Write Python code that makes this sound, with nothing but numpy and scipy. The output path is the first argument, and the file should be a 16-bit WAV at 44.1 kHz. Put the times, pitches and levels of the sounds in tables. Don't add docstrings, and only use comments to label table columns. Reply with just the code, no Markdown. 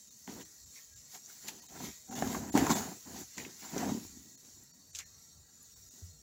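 import sys
import numpy as np
from scipy import signal
from scipy.fft import rfft, irfft, next_fast_len
from scipy.io import wavfile
from scipy.ndimage import uniform_filter1d, map_coordinates

SR = 44100
rng = np.random.default_rng(int(sys.argv[2]) if len(sys.argv) > 2 else 0)


def voltage_ratio(level):
    return 10 ** (np.asarray(level, float) / 20)


def output_pcm(signal):
    pcm = np.clip(np.atleast_2d(signal).T, -1, 1) * 32767
    wavfile.write(sys.argv[1], SR, np.round(pcm).astype(np.int16))


N = 274292

# peak t/s, 10 dB rise/s, 10 dB fall/s, fine hiss level/dB, coarse drag re hiss/dB
PULLS = [(.282, .006, 0.08, -59, 2), (.34, .05, .05, -57, -4), (.98, .06, .1, -60, -9),
         (.412, 0.06, 0.06, -54, -3), (.775, 0.06, 0.12, -54, -10), (1.151, 0.0651, 0.05, -50.5, -7),
         (1.3, 0.1, 0.45, -54, -10.5), (1.492, 0.0338, .02, -48, 0), (1.42, .02, 0.5, -58, -4),
         (1.851, 0.1, 0.1, -46.5, -4.5), (2.165, 0.05, 0.17, -46, -7), (2.325, 0.0744, 0.09, -44.5, -6),
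         (2.578, .03, 0.0576, -38.5, -3), (2.712, .015, 0.0255, -34.5, -4),
         (2.775, 0.19, 0.0972, -40.5, -6.5), (2.9, .02, 0.18, -57, -5.5), (3.203, 0.19, 0.075, -49, -7.5),
         (3.385, .008, 0.1447, -50.5, -4), (3.65, 0.1, 0.15, -52.5, -4.5), (3.79, .1, 0.15, -47, -5),
         (3.9, 0.07, 0.19, -50, -6), (4.455, .01, 0.16, -60, -11), (4.04, .02, 0.11, -55, -6),
         (3.42, 0.12, 0.02, -53.5, -4), (2.64, 0.0253, 0.0949, -48, -7)]
TEARS = [
    (4.958, 0.0083, 0.039, -45.5, -11),
    (5.002, 0.037, 0.014, -49, -2),
]
# t/s, level/dB
HANDLING = [(0, -59.5), (.6, -58), (1.1, -66), (2.0, -63), (4.3, -60.5), (4.63, -63), (4.8, -68.5),
            (5.2, -68), (5.5, -70), (5.7, -63), (6.0, -58.5), (6.22, -69)]
# f/Hz, density/dB
FINE_HISS = [(2600, -59), (3550, -15.5), (3750, -15), (5200, -8), (5600, -4), (6600, 0.5), (7500, -0.5),
             (8100, -13.5), (9000, -18.5), (10500, -27.5), (14000, -64.5)]
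# f/Hz, density/dB
COARSE_DRAG = [(650, -6.5), (1100, 0.5), (1310, 0), (2180, 3.5), (3190, 3.5), (5000, 1.5), (6500, -12),
               (11000, -120)]
# f/Hz, density/dB
SHEEN = [(8500, -33), (9500, -11), (10400, -4), (11500, 0.5), (12800, -5.5), (13900, -9), (14700, 0.5),
         (15300, 5), (16500, -8.5)]
IDLE_DRAG_DB, IDLE_SHEEN_DB, PULL_SHEEN_DB, TEAR_SHEEN_DB = -18, -7, -5.5, -11.5
DRAG_QUICKER = 1.33
SHEEN_GROWTH, SHEEN_FROM_DB = 0.058, -50

# start t/s, length/s, first belly level/dB, last belly level/dB, edge re belly/dB
BEATS = [(.288, 0.127, -50.5, -51, -9), (1.145, 0.012, -66, -63.5, 4), (1.28, 0.098, -73, -76, -0.5),
         (1.445, .21, -57, -67.5, -6.5), (1.705, 0.072, -59, -50.5, -5.5), (1.8, 0.091, -45.5, -48, -10.5),
         (2.1, 0.1, -46.5, -41, -7.5), (2.23, 0.27, -38.5, -47, -6.5), (2.566, 0.13, -31, -36.5, -6),
         (2.7, 0.07, -35, -39, -3), (2.78, 0.14, -40.5, -47.5, -4.5), (2.93, 0.044, -53, -59.5, -8),
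         (3.066, 0.15, -53, -50.5, -5.5), (3.383, 0.112, -49, -53.5, -8), (3.52, 0.11, -67, -67, -7),
         (3.628, 0.089, -54.5, -56, 0), (3.728, 0.022, -46.5, -41, -5), (3.765, 0.11, -37, -39.5, -6),
         (3.875, 0.093, -39, -43, -11.5), (3.98, 0.088, -52, -54.5, -17), (4.09, 0.27, -56, -65, -20),
         (4.435, 0.084, -65, -68, -6), (4.57, 0.068, -66, -68, -11), (4.76, .06, -63, -69, -27),
         (5.94, .09, -66, -69, -9)]
# f/Hz, width/Hz, level/dB
BELLY_MODES = [(173, 96, -7.5), (234, 149, 9.5), (332, 20, -13.5), (370, 30, -1.5)]
# f/Hz, width/Hz, level/dB
EDGE_MODES = [(658, 51, -5.5), (787, 112, -0.5), (965, 92, -3), (1636, 820, -9)]
HANG_DB, HANG_EDGE_DB = -77.5, -10
FILL_S, EMPTY_S = 0.011, 0.02
SLACK_HZ, SLACK_BELOW_DB = 340, -9
# t/s, peak level/dB, belly f/Hz, edge re belly/dB
THUMPS = [(0.2775, -41, 227, -6), (1.484, -51.5, 300, 1), (1.802, -45.5, 240, 1), (2.222, -26.5, 226, 0),
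          (2.268, -29, 238, -26), (2.349, -34, 258, -20), (2.5505, -14, 266, -10.5), (2.577, -23, 235, -30),
          (2.6222, -20, 260, -21), (2.5405, -25, 285, -9), (2.562, -27, 330, -3), (2.589, -25, 300, -20),
          (2.635, -30, 298, -17), (2.569, -26.5, 500, -8), (2.677, -32, 227, -14), (1.838, -38, 228, -8),
          (1.879, -39, 240, -15), (2.132, -41, 202, -10), (2.297, -32.5, 220, -20), (2.366, -34.5, 200, -5),
          (2.424, -36.5, 200, -9), (2.457, -41, 230, -22), (2.853, -39, 240, -14), (2.885, -37, 199, -17),
          (2.919, -39.5, 232, -4.5), (3.072, -46, 252, -21), (3.144, -41, 220, -8),
          (3.213, -43.5, 288, -23), (3.731, -38, 240, -12), (3.972, -40.5, 240, -17),
          (4.048, -45, 294, -10), (4.17, -46, 242, -21), (4.478, -60, 236, -14), (4.573, -57, 288, -14),
          (4.628, -64, 202, -11), (2.7046, -18.5, 230, -12.5), (2.7105, -25, 225, -20),
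          (2.718, -21, 240, -24), (2.615, -28, 250, -20), (2.335, -36, 220, -20), (.2925, -42, 230, -20),
          (3.377, -49, 288, 3), (3.463, -44, 348, -26), (3.762, -31, 394, -13), (3.769, -30.5, 370, -15),
          (3.828, -32, 232, -3.5), (3.889, -29, 238, -9), (3.918, -24.5, 234, -21),
          (3.947, -31.5, 270, -29)]

# t/s, peak level/dB, centre f/Hz, t60/s
SNAPS = [(0.276, -40, 3200, 0.012), (1.1318, -58, 7240, 0.012), (1.144, -43, 7100, 0.012),
         (1.1485, -47, 6000, 0.02), (1.153, -46, 5600, 0.03), (1.135, -48, 6600, .03),
         (1.475, -50, 7400, 0.016), (1.4805, -35, 6460, 0.0072), (1.4835, -27, 5540, 0.013),
         (1.4868, -33, 4250, 0.028), (2.576, -23, 7400, 0.006), (.411, -41, 3000, 0.03),
         (2.701, -31, 7300, .04), (2.7065, -30, 7000, .03), (3.396, -40, 3500, .01), (2.55, -39, 7300, .05),
         (2.275, -31, 4000, 0.013), (2.7124, -24, 6440, 0.022), (2.7189, -25, 6190, 0.024),
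         (3.3729, -37, 4200, 0.02), (3.3804, -26.5, 5380, 0.009), (3.7794, -30, 6400, 0.027),
         (4.4494, -45, 7180, 0.018)]
# t/s, peak level/dB, centre f/Hz, t60/s
RIP = [
    (4.9494, -34, 6900, 0.061),
    (4.95, -36, 6640, 0.041),
    (4.957, -32, 6600, .015),
    (4.9495, -43, 4200, .04),
    (4.969, -37, 6700, 0.031),
    (4.988, -27, 6400, 0.012),
    (4.9905, -33, 6800, 0.04),
    (5.003, -40, 6650, 0.036),
]
# t/s, peak level/dB, f/Hz, t60/s
CRISP_TICKS = [(1.2605, -37, 6500, 0.0062), (1.484, -37.5, 11500, 0.02), (1.4845, -37.5, 15000, 0.02),
               (2.576, -31, 11000, 0.008), (2.576, -30, 9200, .006), (4.951, -47, 9500, .03),
               (4.99, -44, 9000, .02), (2.5775, -40, 15000, 0.02), (2.703, -39, 11500, 0.05),
               (2.702, -39, 15000, 0.04), (4.9885, -43, 11500, 0.02), (4.635, -48.5, 11600, 0.012),
               (5.628, -48.5, 11400, 0.035)]
# t/s, peak level/dB, centre f/Hz, t60/s
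DEEP_CREASES = [(0.277, -47, 750, 0.04), (.276, -44, 1700, .02), (3.4075, -44, 2050, .02),
                (3.417, -46, 2200, .02), (0.411, -49, 1750, 0.023), (1.148, -46.5, 2250, 0.056),
                (1.756, -47, 780, 0.03), (1.806, -40, 775, 0.041), (2.304, -38, 940, 0.022),
                (2.33, -40, 2100, 0.02), (2.348, -36, 1800, 0.029), (2.224, -32, 1600, 0.02),
                (3.382, -46, 790, 0.034), (2.125, -43, 1600, 0.035), (2.5765, -24, 1910, 0.015),
                (2.755, -35, 735, 0.02), (2.795, -38.5, 960, 0.023), (1.484, -36, 2900, 0.05),
                (1.488, -40, 2200, .05), (1.488, -44, 900, .03), (2.223, -26, 745, 0.02),
                (2.269, -39, 910, 0.02), (2.346, -32, 1035, 0.064), (2.554, -22.5, 863, 0.025),
                (2.575, -23, 755, 0.022), (2.6665, -21.5, 1060, 0.022), (2.694, -29.5, 921, 0.018),
                (2.702, -22, 970, 0.035), (2.71, -25, 1000, 0.058), (3.3805, -34, 2020, 0.025),
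                (3.399, -39, 2090, 0.03), (3.449, -36, 2320, 0.03), (3.4545, -42, 2300, .03),
                (3.451, -45, 2900, 0.033), (2.696, -33, 2600, 0.026), (2.736, -34, 1000, 0.046),
                (3.648, -45, 950, 0.016), (3.834, -29.5, 764, 0.054), (3.892, -33.5, 840, 0.088),
                (4.994, -45, 2110, 0.043), (5.009, -43.5, 2070, 0.13), (5.004, -50, 3200, 0.06),
                (4.996, -55, 1100, 0.065)]
# t/s, peak level/dB, f/Hz, t60/s
PLEATS = [
    (.759, -53, 2120, .09),
    (.774, -53, 2250, .07),
    (.789, -55, 1950, .06),
    (1.297, -52, 1510, .06),
    (1.146, -51, 740, .05),
    (1.155, -57, 410, .04),
    (2.12, -44, 764, .12),
    (1.635, -57, 960, .08),
]

# t/s, level/dB
SHIFTS = [(.37, -58), (.66, -62.5), (.95, -62), (1.46, -69), (1.76, -63), (1.88, -53), (2.24, -45),
          (2.4, -48.5), (2.6, -36.5), (2.81, -51), (3.13, -57), (3.23, -64), (3.42, -57), (3.8, -53),
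          (3.91, -48), (4.07, -55), (4.19, -62), (4.559, -61.5), (4.958, -59), (5.06, -62), (5.13, -65),
          (5.393, -57.5), (5.802, -56)]
# t/s, peak level/dB, f/Hz, t60/s
HEEL = [
    (6.016, -33.5, 86, .13),
    (6.05, -57, 170, .15),
    (6.073, -48, 88, .2),
    (6.108, -51, 75, .15),
    (6.12, -55, 150, .15),
    (6.15, -53, 60, .2),
]
# f/Hz, width/Hz, level/dB
BOARD_MODES = [(89, 68, -3.5), (48.9, 46.5, -5)]
STILL_DB = -77
LEAN_S, EASE_S = .05, .055

# f/Hz, density/dB
VENT = [(70, -34), (130, 0.5), (400, -18.5), (1100, -20.5), (2500, -24), (3500, -23.5), (4100, -15),
        (5200, -17.5), (5600, -7.5), (7100, -7.5), (8300, -13.5), (9200, -37), (11300, -15.5),
        (13800, -28.5), (15000, -15.5)]
VENT_DB = -54.5
# f/Hz, rms level/dB
FAN_TONES = [(463.0, -86.5), (619.1, -89.5), (1351, -100)]
# f/Hz, width/Hz, level re hiss/dB
PORT_PEAKS = [(1360, 45, 5), (1650, 40, 4), (1910, 110, 9), (3780, 110, 8), (4280, 130, 8), (4510, 60, 9),
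              (5100, 50, 6), (5670, 60, 8), (6450, 35, 4), (6850, 50, 5), (7050, 90, 4), (7420, 65, 5),
              (8340, 70, 6), (11700, 60, 5)]

# f/Hz, level/dB
MIC = [(1000, -6.5), (3000, 8.5), (5200, 0.5), (6800, 14), (7700, 7), (9000, -39.5), (11500, 1.5),
       (13800, -29.5), (15200, -16)]
# t/s, depth/dB, length/s
LOSSES = [(.100, -17, .011), (.443, -16, .010), (.654, -13, .009), (.952, -15, .011), (1.612, -18, .013),
          (1.678, -16, .012), (2.103, -20, .009), (2.148, -13, .008), (2.5145, -40, .011),
          (2.747, -14, .009), (4.367, -21, .013), (4.728, -22, .012), (4.924, -22, .013),
          (5.049, -15, .012), (5.752, -20, .011), (5.902, -19, .010)]
# t/s, f/Hz, peak level/dB, length/s
HELD_TONES = [(.1, 3757, -67, .04), (.945, 1640, -69, .08), (1.612, 1900, -66, .05),
              (1.612, 4500, -63, .05), (1.615, 9700, -74, .04), (1.68, 3850, -65, .05),
              (1.68, 4300, -68, .04), (2.1, 770, -52, .04), (2.145, 780, -50, .05), (2.513, 7200, -48, .03),
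              (2.746, 7400, -41, .04), (2.746, 7640, -45, .04), (2.746, 7180, -42, .04),
              (4.365, 4250, -68, .05), (4.728, 4550, -66, .05), (4.92, 4500, -64, .04),
              (4.92, 8400, -68, .04), (5.056, 1800, -68, .045), (5.052, 4200, -63, .04),
              (5.75, 4500, -68, .05), (5.75, 3750, -70, .05), (5.9, 3700, -70, .04)]
TOP_HZ = 15800


def slide():
    pull, pull_drag = swells(PULLS, DRAG_QUICKER)
    tear, tear_drag = swells(TEARS, DRAG_QUICKER)
    t, level_db = np.transpose(HANDLING)
    idle = voltage_ratio(np.interp(np.arange(N) / SR, t, level_db))
    surge = wobble(13)
    threads = grains(rate=2500, spread_db=7.5)

    def joint(*gains):
        return np.sqrt(sum(g ** 2 for g in gains))

    def layer(spectrum, grainy, patchy_db):
        rub = rush(patchy_db, streaky_db=4.0) + grainy * threads
        return unit(filtered(rub, peaky(spectrum, share=0.47)))

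    fine = joint(pull, tear, idle) * voltage_ratio(0.34 * surge + 0.37 * wobble(37))
    fine = fine * layer(FINE_HISS, grainy=0.55, patchy_db=2.0)

    drag = joint(pull_drag, tear_drag, idle * voltage_ratio(IDLE_DRAG_DB))
    coarse = drag * voltage_ratio(0.48 * surge + 1.3 * wobble(30)) * layer(COARSE_DRAG, grainy=0.23, patchy_db=1.4)

    pull_gloss = pull * (pull / voltage_ratio(SHEEN_FROM_DB)) ** SHEEN_GROWTH * voltage_ratio(PULL_SHEEN_DB)
    gloss = joint(pull_gloss, tear * voltage_ratio(TEAR_SHEEN_DB), idle * voltage_ratio(IDLE_SHEEN_DB))
    sheen = gloss * voltage_ratio(0.78 * surge + .4 * wobble(43)) * layer(SHEEN, grainy=0.27, patchy_db=1.8)
    return fine + coarse + sheen


def flap():
    full, tight = spells(BEATS)
    push = grains(rate=400, spread_db=0.5) + 1.2 * rush(patchy_db=1.5)
    beat_db = 1.1 * wobble(22)
    belly = filtered(push, modes(BELLY_MODES))
    belly = unit(filtered(belly, lambda f: 1 / (1 + 1j * f / 482) ** 2))
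    edge = filtered(push, modes(EDGE_MODES))
    edge = unit(filtered(edge, modes([(850, 1370, 0)])))

    full = np.hypot(full, voltage_ratio(HANG_DB))
    tight = np.hypot(tight, voltage_ratio(HANG_DB + HANG_EDGE_DB))
    taut = np.clip(tight / full / voltage_ratio(SLACK_BELOW_DB), 0, 1)
    slack = unit(filtered(belly, lambda f: 1 / (1 + (f / SLACK_HZ) ** 8)))
    belly = taut * belly + (1 - taut) * slack
    return voltage_ratio(beat_db) * (full * belly + tight * voltage_ratio(1.4 * wobble(35)) * edge)


def thumps():
    out = np.zeros(N + SR)
    t = np.arange(SR // 10) / SR

    def swell(rise_s):
        return (t / rise_s * np.exp(1 - t / rise_s)) ** 2

    for s, db, hz, edge_db in THUMPS:
        edge_hz = rng.uniform(653, 1020)
        belly = np.sin(2 * np.pi * hz * t) * swell(0.94 / hz)
        edge = np.sin(2 * np.pi * edge_hz * t) * swell(0.0019)
        out[round(s * SR):][:len(t)] -= voltage_ratio(db + 1.0) * (belly + voltage_ratio(edge_db) * edge)
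    return out[:N]


def snaps(table, width, broad, crack):
    out = np.zeros(N + SR)
    t = np.arange(SR // 5) / SR

    def thin(f):
        return (1j * f / (1500 + 1j * f)) ** 3 * voltage_ratio(along(MIC, f))

    for s, db, hz, t60 in table:
        crackle = voltage_ratio(-60 * t / max(t60, .003))
        walls = 0.1 * voltage_ratio(-60 * t / .13)
        burst = rng.standard_normal(len(t)) * (crackle + crack * voltage_ratio(-60 * t / 0.0068) + walls)
        ring = modes([(hz, width * hz, 0)])
        burst = filtered(burst, lambda f: ring(f) ** 2 + broad * thin(f))
        out[round(s * SR):][:len(t)] += voltage_ratio(db) * burst / np.abs(burst).max()
    return out[:N]


def floor_boards():
    leans = [(s, LEAN_S, EASE_S, db, 0) for s, db in SHIFTS]
    weight = swells(leans, 1)[0] + voltage_ratio(STILL_DB)
    rumble = unit(filtered(rush(patchy_db=0), lambda f: modes(BOARD_MODES)(f) ** 2))
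    boom = weight * voltage_ratio(1.5 * wobble(12)) * rumble
    t = np.arange(N) / SR
    for s, db, hz, t60 in HEEL:
        u = np.clip(t - s, 0, None)
        onset = 1 - np.exp(-(u / .02) ** 2)
        boom = boom + voltage_ratio(db + 8 - 60 * u / t60) * onset * np.sin(2 * np.pi * hz * u)
    return boom


def vent():
    hiss = unit(filtered(rush(patchy_db=2., streaky_db=4.5), peaky(VENT, share=1.42)))
    out = voltage_ratio(VENT_DB - 5.5 + 1.6 * wobble(6.5)) * hiss
    t = np.arange(N) / SR
    for hz, db in FAN_TONES:
        out = out + voltage_ratio(db + 1 + 4 * wobble(6)) * np.sin(2 * np.pi * hz * t + 2.2 * wobble(25))
    return out


def rush(patchy_db, streaky_db=0.):
    x = rng.standard_normal(N)
    for size, db, wide, long in [(512, patchy_db, 5, 8), (2048, streaky_db, 2, 5)]:
        z = signal.stft(x, nperseg=size)[2]
        field = uniform_filter1d(rng.standard_normal(z.shape), wide, 0)
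        field = uniform_filter1d(field, long, 1)
        x = signal.istft(z * voltage_ratio(db * unit(field)), nperseg=size)[1][:N]
    return unit(x)


def grains(rate, spread_db):
    hit = rng.random(N) < rate / SR
    size = np.minimum(rng.exponential(size=N), 3)
    return unit(hit * voltage_ratio(spread_db * size) * np.sign(rng.standard_normal(N)))


def wobble(rate):
    knots = rng.standard_normal(int(N * rate / SR) + 4)
    return map_coordinates(knots, [np.arange(N) * rate / SR])


def swells(rows, quicker):
    s, rise, fall, db, other_db = np.transpose(rows)[:, :, None]
    u = np.arange(0, N + 128, 128) / SR - s
    lost_db = 10 * np.where(u < 0, -u / np.maximum(rise, .004), u / np.maximum(fall, .004))
    return summed(db - lost_db, db + other_db - quicker * lost_db)


def spells(rows):
    s, length, first, last, other_db = np.transpose(rows)[:, :, None]
    u = np.arange(0, N + 128, 128) / SR - s
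    held_db = first + (last - first) * np.clip(u / length, 0, 1)
    lost_db = 10 * (np.maximum(-u, 0) / FILL_S + np.maximum(u - length, 0) / EMPTY_S)
    db = held_db - lost_db
    return summed(db, db + other_db)


def summed(db, other_db):
    def dense(d):
        return np.interp(np.arange(N), np.arange(d.shape[1]) * 128, np.sqrt(voltage_ratio(2 * d).sum(0)))

    return dense(db), dense(other_db)


def peaky(spectrum, share):
    def response(f):
        peaks_db = sum(db / (1 + (2 * (f - hz) / w) ** 2) for hz, w, db in PORT_PEAKS)
        return voltage_ratio(along(spectrum, f) + share * peaks_db)

    return response


def modes(table):
    def response(f):
        total = 0
        for k, (hz, w, db) in enumerate(table):
            total = total + (-1) ** k * voltage_ratio(db) * 1j * f * w / (hz * hz - f * f + 1j * f * w)
        return total

    return response


def filtered(x, response):
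    m = next_fast_len(len(x) + 8192)
    return irfft(rfft(x, m) * response(np.fft.rfftfreq(m, 1 / SR)), m)[:len(x)]


def along(points, hz):
    f, v = np.transpose(points)
    return np.interp(np.log(hz + 1), np.log(f + 1), v)


def unit(x):
    return x / np.sqrt(np.mean(x ** 2) + 1e-20)


def scene():
    bright = snaps(SNAPS + RIP, width=.6, broad=.8, crack=.8)
    ticks = snaps(CRISP_TICKS, width=.25, broad=.005, crack=.1)
    dull = snaps(DEEP_CREASES, width=.45, broad=.025, crack=1.2)
    rustle = snaps(PLEATS, width=.2, broad=.004, crack=.2)
    cloth = slide() + flap() + thumps() + bright + ticks + dull + rustle
    return (cloth + floor_boards() + vent())[None]


def bridged(x, count=6, size=1024):
    bass = filtered(x, lambda f: 1 / (1 + (f / 750) ** 8))
    x = x - bass
    out = x.copy()
    n = np.arange(size)
    t = (n - size // 2) / SR
    linger = .22 * np.sin(np.pi * n / size) ** 2
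    for s, depth_db, length in LOSSES:
        span = slice(round(s * SR) - size // 2, round(s * SR) + size // 2)
        z = rfft(x[span] * np.hanning(size))
        tops = signal.find_peaks(np.abs(z), distance=count)[0]
        tops = tops[np.argsort(np.abs(z[tops]))[-count:]]
        floor_db = -7 if depth_db > -30 else 1
        tops = tops[np.abs(z[tops]) > voltage_ratio(floor_db) * np.abs(z).max()]
        tones = np.real(z[tops] @ np.exp(2j * np.pi * np.outer(tops, n) / size)) * 4 / size
        shape = np.interp(t / length, [-1.4, -.5, -.15, .35, .6], [0, .35, 1, 1, 0])
        kept = voltage_ratio(depth_db * shape)
        out[span] = x[span] * kept + tones * (1 - kept + linger)
    for s, hz, db, length in HELD_TONES:
        u = np.arange(round(length * SR)) / SR
        tone = np.sin(np.pi * u / length) * np.sin(2 * np.pi * hz * u)
        out[round((s - length / 2) * SR):][:len(u)] += voltage_ratio(db) * tone
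    return out + bass


def band_limit(x):
    return signal.sosfilt(signal.butter(12, 15830, fs=SR, output="sos"), x)


def record(dry):
    heard = filtered(dry[0], lambda f: (1j * f / (55 + 1j * f)) ** 2)
    mix = filtered(bridged(heard), lambda f: f < TOP_HZ)[None]
    return band_limit(mix)


dry = scene()
out = record(dry)
output_pcm(out)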